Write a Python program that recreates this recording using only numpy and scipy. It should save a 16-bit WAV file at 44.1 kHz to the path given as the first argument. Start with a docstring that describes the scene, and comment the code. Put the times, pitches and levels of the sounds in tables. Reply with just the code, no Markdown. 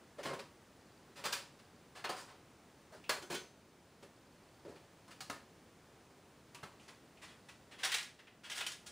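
"""Toy blasters on a wall rack

Hollow plastic blasters knock into place on a rack, a loose part ticks and a wire hook twangs; then two
toy pistols clack in the hands. Each contact is a chatter of tiny impacts that rings the shell, and its
weight sets the thump. Most of it arrives by way of a small room, over soft hiss and faint motor ticks."""
import sys
import numpy as np
from scipy import signal
from scipy.fft import rfft, irfft, next_fast_len
from scipy.io import wavfile
from scipy.ndimage import map_coordinates

SR = 44100
rng = np.random.default_rng(int(sys.argv[2]) if len(sys.argv) > 2 else 0)


def store_wav(level_fs):
    """Save 16-bit WAV to argv[1]."""
    pcm = np.round(np.clip(np.atleast_2d(level_fs), -1, 1) * 32767)
    wavfile.write(sys.argv[1], SR, pcm.T.astype(np.int16))


N = 392931
SIZE = 16384  # samples in the sound of one contact
TIME, HZ = np.arange(SIZE) / SR, np.fft.rfftfreq(SIZE, 1 / SR)
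NOTCH_HZ, TOP_HZ = 12800, 15600
CLACK_PER_WEIGHT = 0.41  # dB of clack for each dB of weight
RING_GROWTH = 0.85  # dB of ring per dB of blow: a firm grip damps, so light touches ring relatively more

# Tone of the hiss. Each row: frequency in Hz, relative level in dB.
HISS_TONE = [(20, -25), (40, -12.5), (80, -2), (150, 0.0), (330, -1.76), (500, -5.0), (900, -9),
             (1800, -14), (3500, -19), (5000, -20.5), (9000, -23.5), (11000, -24), (15000, -24)]
# The hiss sags after the loud clatter. Each row: time in seconds, gain in dB.
HISS_SAG = [(0, 1.5), (3.3, 1), (3.7, -0.5), (4.6, 1), (7.7, 1), (8.3, -2.5), (8.9, 2)]
# The trace of hiss that gives stereo width. Each row: frequency in Hz, gain on white noise in dB.
SIDE_HISS_TONE = [(400, -77), (1400, -86), (5000, -79.5), (9000, -79), (14000, -83)]
# Blasters meeting the rack. Each row: start in seconds, level at 2.7 kHz in dB, weight in dB, edge in dB,
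# chatter time in seconds (short taps, long slides). Weight is 420 Hz over the level: high when the whole
# toy bumps. Edge is 6.5 kHz over the level: high for bare plastic, low when a hand cushions it.
BLASTER_KNOCKS = [(.182, -17, 16, -9.5, 0.013), (.23, -9, -13, -9, 0.0058), (.2492, -6.5, 10, -8.5, 0.012),
                  (.29, -12.5, 15.5, -13, 0.013), (.3327, -13, 11.5, -7, 0.003),
                  (.3905, -14, 1.5, -8.5, .004), (1.156, -14, -1, -6.5, 0.028), (1.2391, -9, 1, -4, .0025),
                  (1.25, -1.5, -1.5, -5, 0.0066), (1.324, 0, -10, -4, 0.0053), (1.3649, -21, 4, -3, 0.014),
                  (1.5892, -25.5, -8, -8, 0.0037), (1.9493, -14, -2.5, -8, 0.024),
                  (2.0405, -2, -1, -14, .0067), (2.0906, -6, 10, -6, 0.0063), (2.16, -16, 3.5, 0.5, 0.029),
                  (2.2762, -21.5, 5, -10, 0.023), (2.92, -25, 16, -2, 0.023),
                  (3.093, 4.5, 1.5, -6.5, 0.0021), (3.2221, -22, 12, 1, 0.0028), (3.2993, -7, 8, -5, 0.011),
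                  (3.3251, -11, 12.5, -3, 0.0047), (3.3428, -5.5, -7, -5.5, 0.0036),
                  (4.0246, -23, 11, -6, .006), (4.6466, -25.5, 18.5, -14, .009),
                  (4.673, -28.5, 23.5, -3, 0.027), (4.7538, -24, 3, -12, 0.008),
                  (5.0783, -27.5, 5, -3, 0.0044), (5.1067, -17.5, -20, -8, .007),
                  (5.2051, -11.5, -12, -3, 0.0024), (5.298, -8.5, 3, -5, 0.0015),
                  (6.5464, -21, -8, -1, 0.0013), (6.6283, -17, 7, -5.5, 0.0056)]
# Each grip colours the knocks until the next. Each row: start in seconds, thump over the weight in dB,
# clack in dB, struck panel pitch in Hz, thin wall pitch in Hz, wall ring level in dB.
BLASTER_GRIPS = [(0, -7, 2, 1080, 535, -44), (1.1, -6, 4.5, 552, 1316, -48),
                 (1.9, -13, 4.5, 732, 1516, -48), (2.8, -15, 4.5, 1590, 622, -44),
                 (3.2, -6, 0, 359, 357, -44.5), (3.9, -4, -1.5, 335, 402, -47.5),
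                 (5, 5, 6.5, 539, 1245, -43.5), (6.5, 10.5, 8, 1110, 1314, -50)]
# Hollow shell resonances. Each row: pitch in Hz, width in Hz, relative strength in dB.
BLASTER_MODES = [(393, 22, 7), (568, 28, 8), (957, 13, 4.5), (1590, 35, -3), (1804, 26, -5), (4280, 140, 2),
                 (4860, 230, 2.5)]
# Boom of the rack's backing board: pitch in Hz, width in Hz, relative strength in dB.
BOARD_MODE = (144, 9.7, 6.7)
# Runs of motor ticks. Each row: start in seconds, end in seconds.
MOTOR_RUNS = [(.814, 1.04), (1.6, 1.78), (4.163, 4.67), (6.785, 6.96), (7.405, 7.69)]
# Taps of a loose part. Each row: start in seconds, level in dB.
LOOSE_PART_TAPS = [(3.04, -27), (6.549, -27), (6.795, -33.5), (7.172, -34), (8.2699, -34.5)]
# Plucks of the wire hook. Each row: start in seconds, level in dB.
HOOK_PLUCKS = [(3.221, -52), (3.355, -43)]
# The hook's partials. Each row: pitch in Hz, relative level in dB, time to fade 60 dB in seconds.
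HOOK_PARTIALS = [(1490, -2, 0.21), (3100, -1, 0.15), (3440, -3, 0.17), (4030, -3, .12), (6200, -12, 0.5),
                 (6400, -14, 0.29), (7550, -9, 0.14)]
# Pistols rattling in the hands. Each row reads as in BLASTER_KNOCKS.
PISTOL_KNOCKS = [(6.7938, -32, -3, 3, 0.043), (6.8782, -20, -7, -5, 0.0087),
                 (7.2159, -15, -11, -6.5, 0.019), (7.2744, -22, -8, -8, 0.026),
                 (7.485, -18.5, -10, -6.5, .0063), (7.7111, -15.5, -10, -12, 0.014),
                 (7.782, -10.5, -8, -9, 0.034), (7.8313, 4, -10.5, -10.5, .0065),
                 (7.8477, 0.5, -11, -3, 0.0019), (7.8949, -8, -28, -22, .0028),
                 (7.9166, 3.5, -28, -9.5, .0035), (7.9408, 4, -15, -6.5, 0.003),
                 (7.9821, -3.5, -21, -10.5, .0024), (8.0274, -18.5, -22, 0.5, 0.0018),
                 (8.1873, -20, -17, -14, 0.0063), (8.2699, -22.5, -6, -28, 0.0065),
                 (8.4344, -11.5, -14, -10, 0.022), (8.497, -9, -18, -5.5, .004),
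                 (8.5114, -5.5, -16, -8, 0.0087), (8.5499, -9, -10, -1.5, 0.015),
                 (8.5734, -4, -12, -6, 0.0096), (8.6067, -3, -10, -10, 0.0028),
                 (8.6643, -3.5, -19, -3.5, 0.0021), (8.7186, -16.5, -14, 0.5, .0014),
                 (8.8615, -17.5, -10, 2, 0.0091)]
# Grips on the pistols. Each row reads as in BLASTER_GRIPS.
PISTOL_GRIPS = [(6.7, -6, 7.1, 2550, 1960, -47), (7.6, -26, 1, 1870, 2022, -47),
                (8.4, -17, 2, 3030, 1426, -44.5)]
# Small, stiff shell resonances. Each row: pitch in Hz, width in Hz, relative strength in dB.
PISTOL_MODES = [(920, 50, -4.5), (1670, 35, 1.5), (1970, 92, -3.5), (2550, 64, -6), (3310, 96, -1),
                (3640, 62, -2), (4130, 45, -16), (5520, 72, -4)]


def amp(db):
    """Decibels to gain."""
    return 10 ** (np.asarray(db) / 20)


def unit_energy(x):
    """x scaled so that its squares sum to one."""
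    return x / (np.linalg.norm(x) + 1e-12)


def curve_db(points, hz):
    """An EQ curve through (Hz, dB) points on a log frequency axis."""
    point_hz, point_db = np.transpose(points)
    return np.interp(np.log(hz + 1), np.log(point_hz), point_db)


def filtered(x, response):
    """x through an EQ whose gain is a function of frequency."""
    padded = next_fast_len(N + SR // 2)
    return irfft(rfft(x, padded) * response(np.fft.rfftfreq(padded, 1 / SR)), padded)[..., :N]


def hiss(tone):
    """White noise shaped by an EQ curve."""
    return filtered(rng.standard_normal(N), lambda hz: amp(curve_db(tone, hz)))


def room_tone(level_db):
    """A bed of low room noise and microphone hiss that dips slightly twice."""
    noise = hiss(HISS_TONE)
    sag_db = np.interp(np.arange(N) / SR, *np.transpose(HISS_SAG))
    return amp(level_db + sag_db) * noise / np.std(noise)


def chatter(length, spiky_db):
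    """Power of a contact over time: tiny impacts of uneven size that start at once and die away."""
    age = (TIME + 1 / SR) / max(length, 1 / SR)
    sizes = amp(spiky_db * np.clip(rng.standard_normal(SIZE), -3, 2.5))
    return unit_energy(np.sqrt(age) * np.exp(-age) * sizes) ** 2


def through_room(power, late_db):
    """Impacts arrive straight, off the rack and wall, and round the room; their powers add."""
    early = amp(-3.5) * unit_energy(amp(-60 * TIME / 0.068))
    late = amp(late_db) * unit_energy(amp(-60 * TIME / 0.35))
    echoes = (early ** 2 + late ** 2) * (1 - np.exp(-TIME / 0.00063))  # echoes take a moment to build
    echoes[0] += amp(-10.5) ** 2  # direct sound
    arriving = np.abs(signal.fftconvolve(power, echoes / echoes.sum())[:SIZE])
    burst = np.sqrt(arriving) * rng.standard_normal(SIZE)
    hz, seconds, spectrum = signal.stft(burst, SR, nperseg=128)
    loss_db = 52 * seconds * (hz[:, None] / TOP_HZ) ** 2  # air and furnishings take the treble first
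    return signal.istft(spectrum * amp(-loss_db), SR, nperseg=128)[1][:SIZE]


def contact_colour(db, weight_db, thump_db, clack_db, edge_db, air_db):
    """EQ of a contact: weight lifts thump, knock and clack together; harder blows are brighter on top."""
    low_db = weight_db + thump_db
    mid_db = clack_db + CLACK_PER_WEIGHT * weight_db
    return [(40, low_db - 28), (150, low_db), (420, weight_db), (1150, mid_db), (2700, 0),
            (6500, edge_db), (10000, edge_db - 2.0), (14000, edge_db + air_db + 0.1 * db)]


def resonances(modes, lift_db, scatter_db):
    """Gain of peaks over a flat bed of dense modes; every blow excites them differently."""
    power = 1
    for hz, width, db in modes:
        peak = amp(lift_db + db + scatter_db * rng.standard_normal())
        power += peak ** 2 / (1 + (2 * (HZ - hz) / width) ** 2)
    return np.sqrt(power)


def dense_modes(ripple_db, spacing_hz):
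    """Countless small resonances, different at every spot, ripple the spectrum."""
    knots = rng.standard_normal(SIZE // 8)
    return amp(ripple_db * map_coordinates(knots, [HZ / spacing_hz], mode="mirror"))


def minimum_phase(gain):
    """A response with this gain in which nothing sounds before the blow."""
    cepstrum = irfft(np.log(gain + 1e-6))
    cepstrum[1:SIZE // 2] *= 2
    cepstrum[SIZE // 2 + 1:] = 0
    return np.exp(rfft(cepstrum))


def ring(hz, t60, blur_hz=12.0, attack_s=0.0062):
    """A single mode fades; echoes blur its phase."""
    drift = np.cumsum(rng.standard_normal(SIZE)) * np.sqrt(2 * np.pi * blur_hz / SR)
    fade = amp(-60 * TIME / t60) * (1 - np.exp(-TIME / attack_s))
    return fade * np.sin(2 * np.pi * hz * TIME + drift)


def contacts(knocks, grips, modes, shell_db, panel_db, panel_q, air_db, spiky_db, late_db, wall_t60):
    """Each contact rings the shell, the struck panel and a thin plastic wall, heard across the room."""
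    out = np.zeros(N + SIZE)
    for start, db, weight_db, edge_db, length in knocks:
        grip = [row for row in grips if row[0] <= start][-1]
        _, thump_db, clack_db, panel_hz, wall_hz, ring_db = grip
        colour = contact_colour(db, weight_db, thump_db, clack_db, edge_db, air_db)
        panel = resonances([(panel_hz, panel_hz / panel_q, 0)], panel_db, scatter_db=1.5)
        shell = resonances(modes, shell_db, scatter_db=3) * dense_modes(ripple_db=2.5, spacing_hz=54.68)
        body = minimum_phase(amp(curve_db(colour, HZ)) * panel * shell)
        burst = through_room(chatter(length, spiky_db), late_db)
        knock = amp(db) * irfft(rfft(burst) * body)
        tail_db = ring_db + RING_GROWTH * db + curve_db(colour, wall_hz)
        out[round(start * SR):][:SIZE] += knock + amp(tail_db) * ring(wall_hz, wall_t60)
    return out[:N]


def blasters():
    """Big hollow shells knock against their hooks and the backing board."""
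    return amp(-0.5) * contacts(BLASTER_KNOCKS, BLASTER_GRIPS, BLASTER_MODES + [BOARD_MODE],
                                shell_db=-1, panel_db=5, panel_q=15.6, air_db=-3.5,
                                spiky_db=-6, late_db=-2.5, wall_t60=0.2)


def motor_ticks(tick_hz, db, width_s, step_s):
    """A small motor, probably focusing a lens, steps evenly; each step is a tiny high pip."""
    out = np.zeros(N + SIZE)
    swell = np.exp(-(TIME / width_s - 2) ** 2)
    for start, end in MOTOR_RUNS:
        for peak_s in np.arange(start, end, step_s):
            hz, tick_db = rng.normal([tick_hz, db], [130, 1.5])
            pip = amp(tick_db) * swell * np.sin(2 * np.pi * hz * TIME)
            out[round((peak_s - 2 * width_s) * SR):][:SIZE] += pip
    return out[:N]


def loose_part(part_hz, width_hz, chatter_s):
    """A small loose part, perhaps a trigger, taps through one broad resonance."""
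    out = np.zeros(N + SIZE)
    body = 1j * HZ * width_hz / (part_hz ** 2 - HZ ** 2 + 1j * HZ * width_hz)
    for start, db in LOOSE_PART_TAPS:
        burst = through_room(chatter(chatter_s, spiky_db=35), late_db=1.5)
        out[round(start * SR):][:SIZE] += amp(db) * unit_energy(irfft(rfft(burst) * body))
    return out[:N]


def wire_hook():
    """Released as a toy comes off the rack, the hook twangs in all its partials."""
    out = np.zeros(N + SIZE)
    for start, db in HOOK_PLUCKS:
        for hz, partial_db, t60 in HOOK_PARTIALS:
            out[round(start * SR):][:SIZE] += amp(db + partial_db) * ring(hz, t60)
    return out[:N]


def pistols():
    """Small stiff shells with loose parts clack in the hands."""
    return contacts(PISTOL_KNOCKS, PISTOL_GRIPS, PISTOL_MODES, shell_db=2.5, panel_db=1, panel_q=11,
                    air_db=-7, spiky_db=8, late_db=-2, wall_t60=0.3)


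def scene():
    """Everything sits in the centre, with a trace of hiss for width."""
    toys = blasters() + pistols() + wire_hook() + loose_part(part_hz=2670, width_hz=500, chatter_s=0.0008)
    motor = motor_ticks(tick_hz=4620, db=-65.5, width_s=0.0014, step_s=0.0545)
    centre = toys + motor + room_tone(level_db=-63)
    side = hiss(SIDE_HISS_TONE)
    return np.array([centre + side, centre - side])


def record(dry):
    """Master EQ: a deep, broad-shouldered notch in the high treble and a hard cut above it."""
    def response(hz):
        notch_db = -18 / (1 + ((hz - NOTCH_HZ) / 160) ** 2)
        shoulders_db = -12 / (1 + ((hz - NOTCH_HZ) / 1530) ** 2)
        return amp(notch_db + shoulders_db) * (hz < TOP_HZ)
    return filtered(dry, response)


dry = scene()
out = record(dry)
store_wav(out)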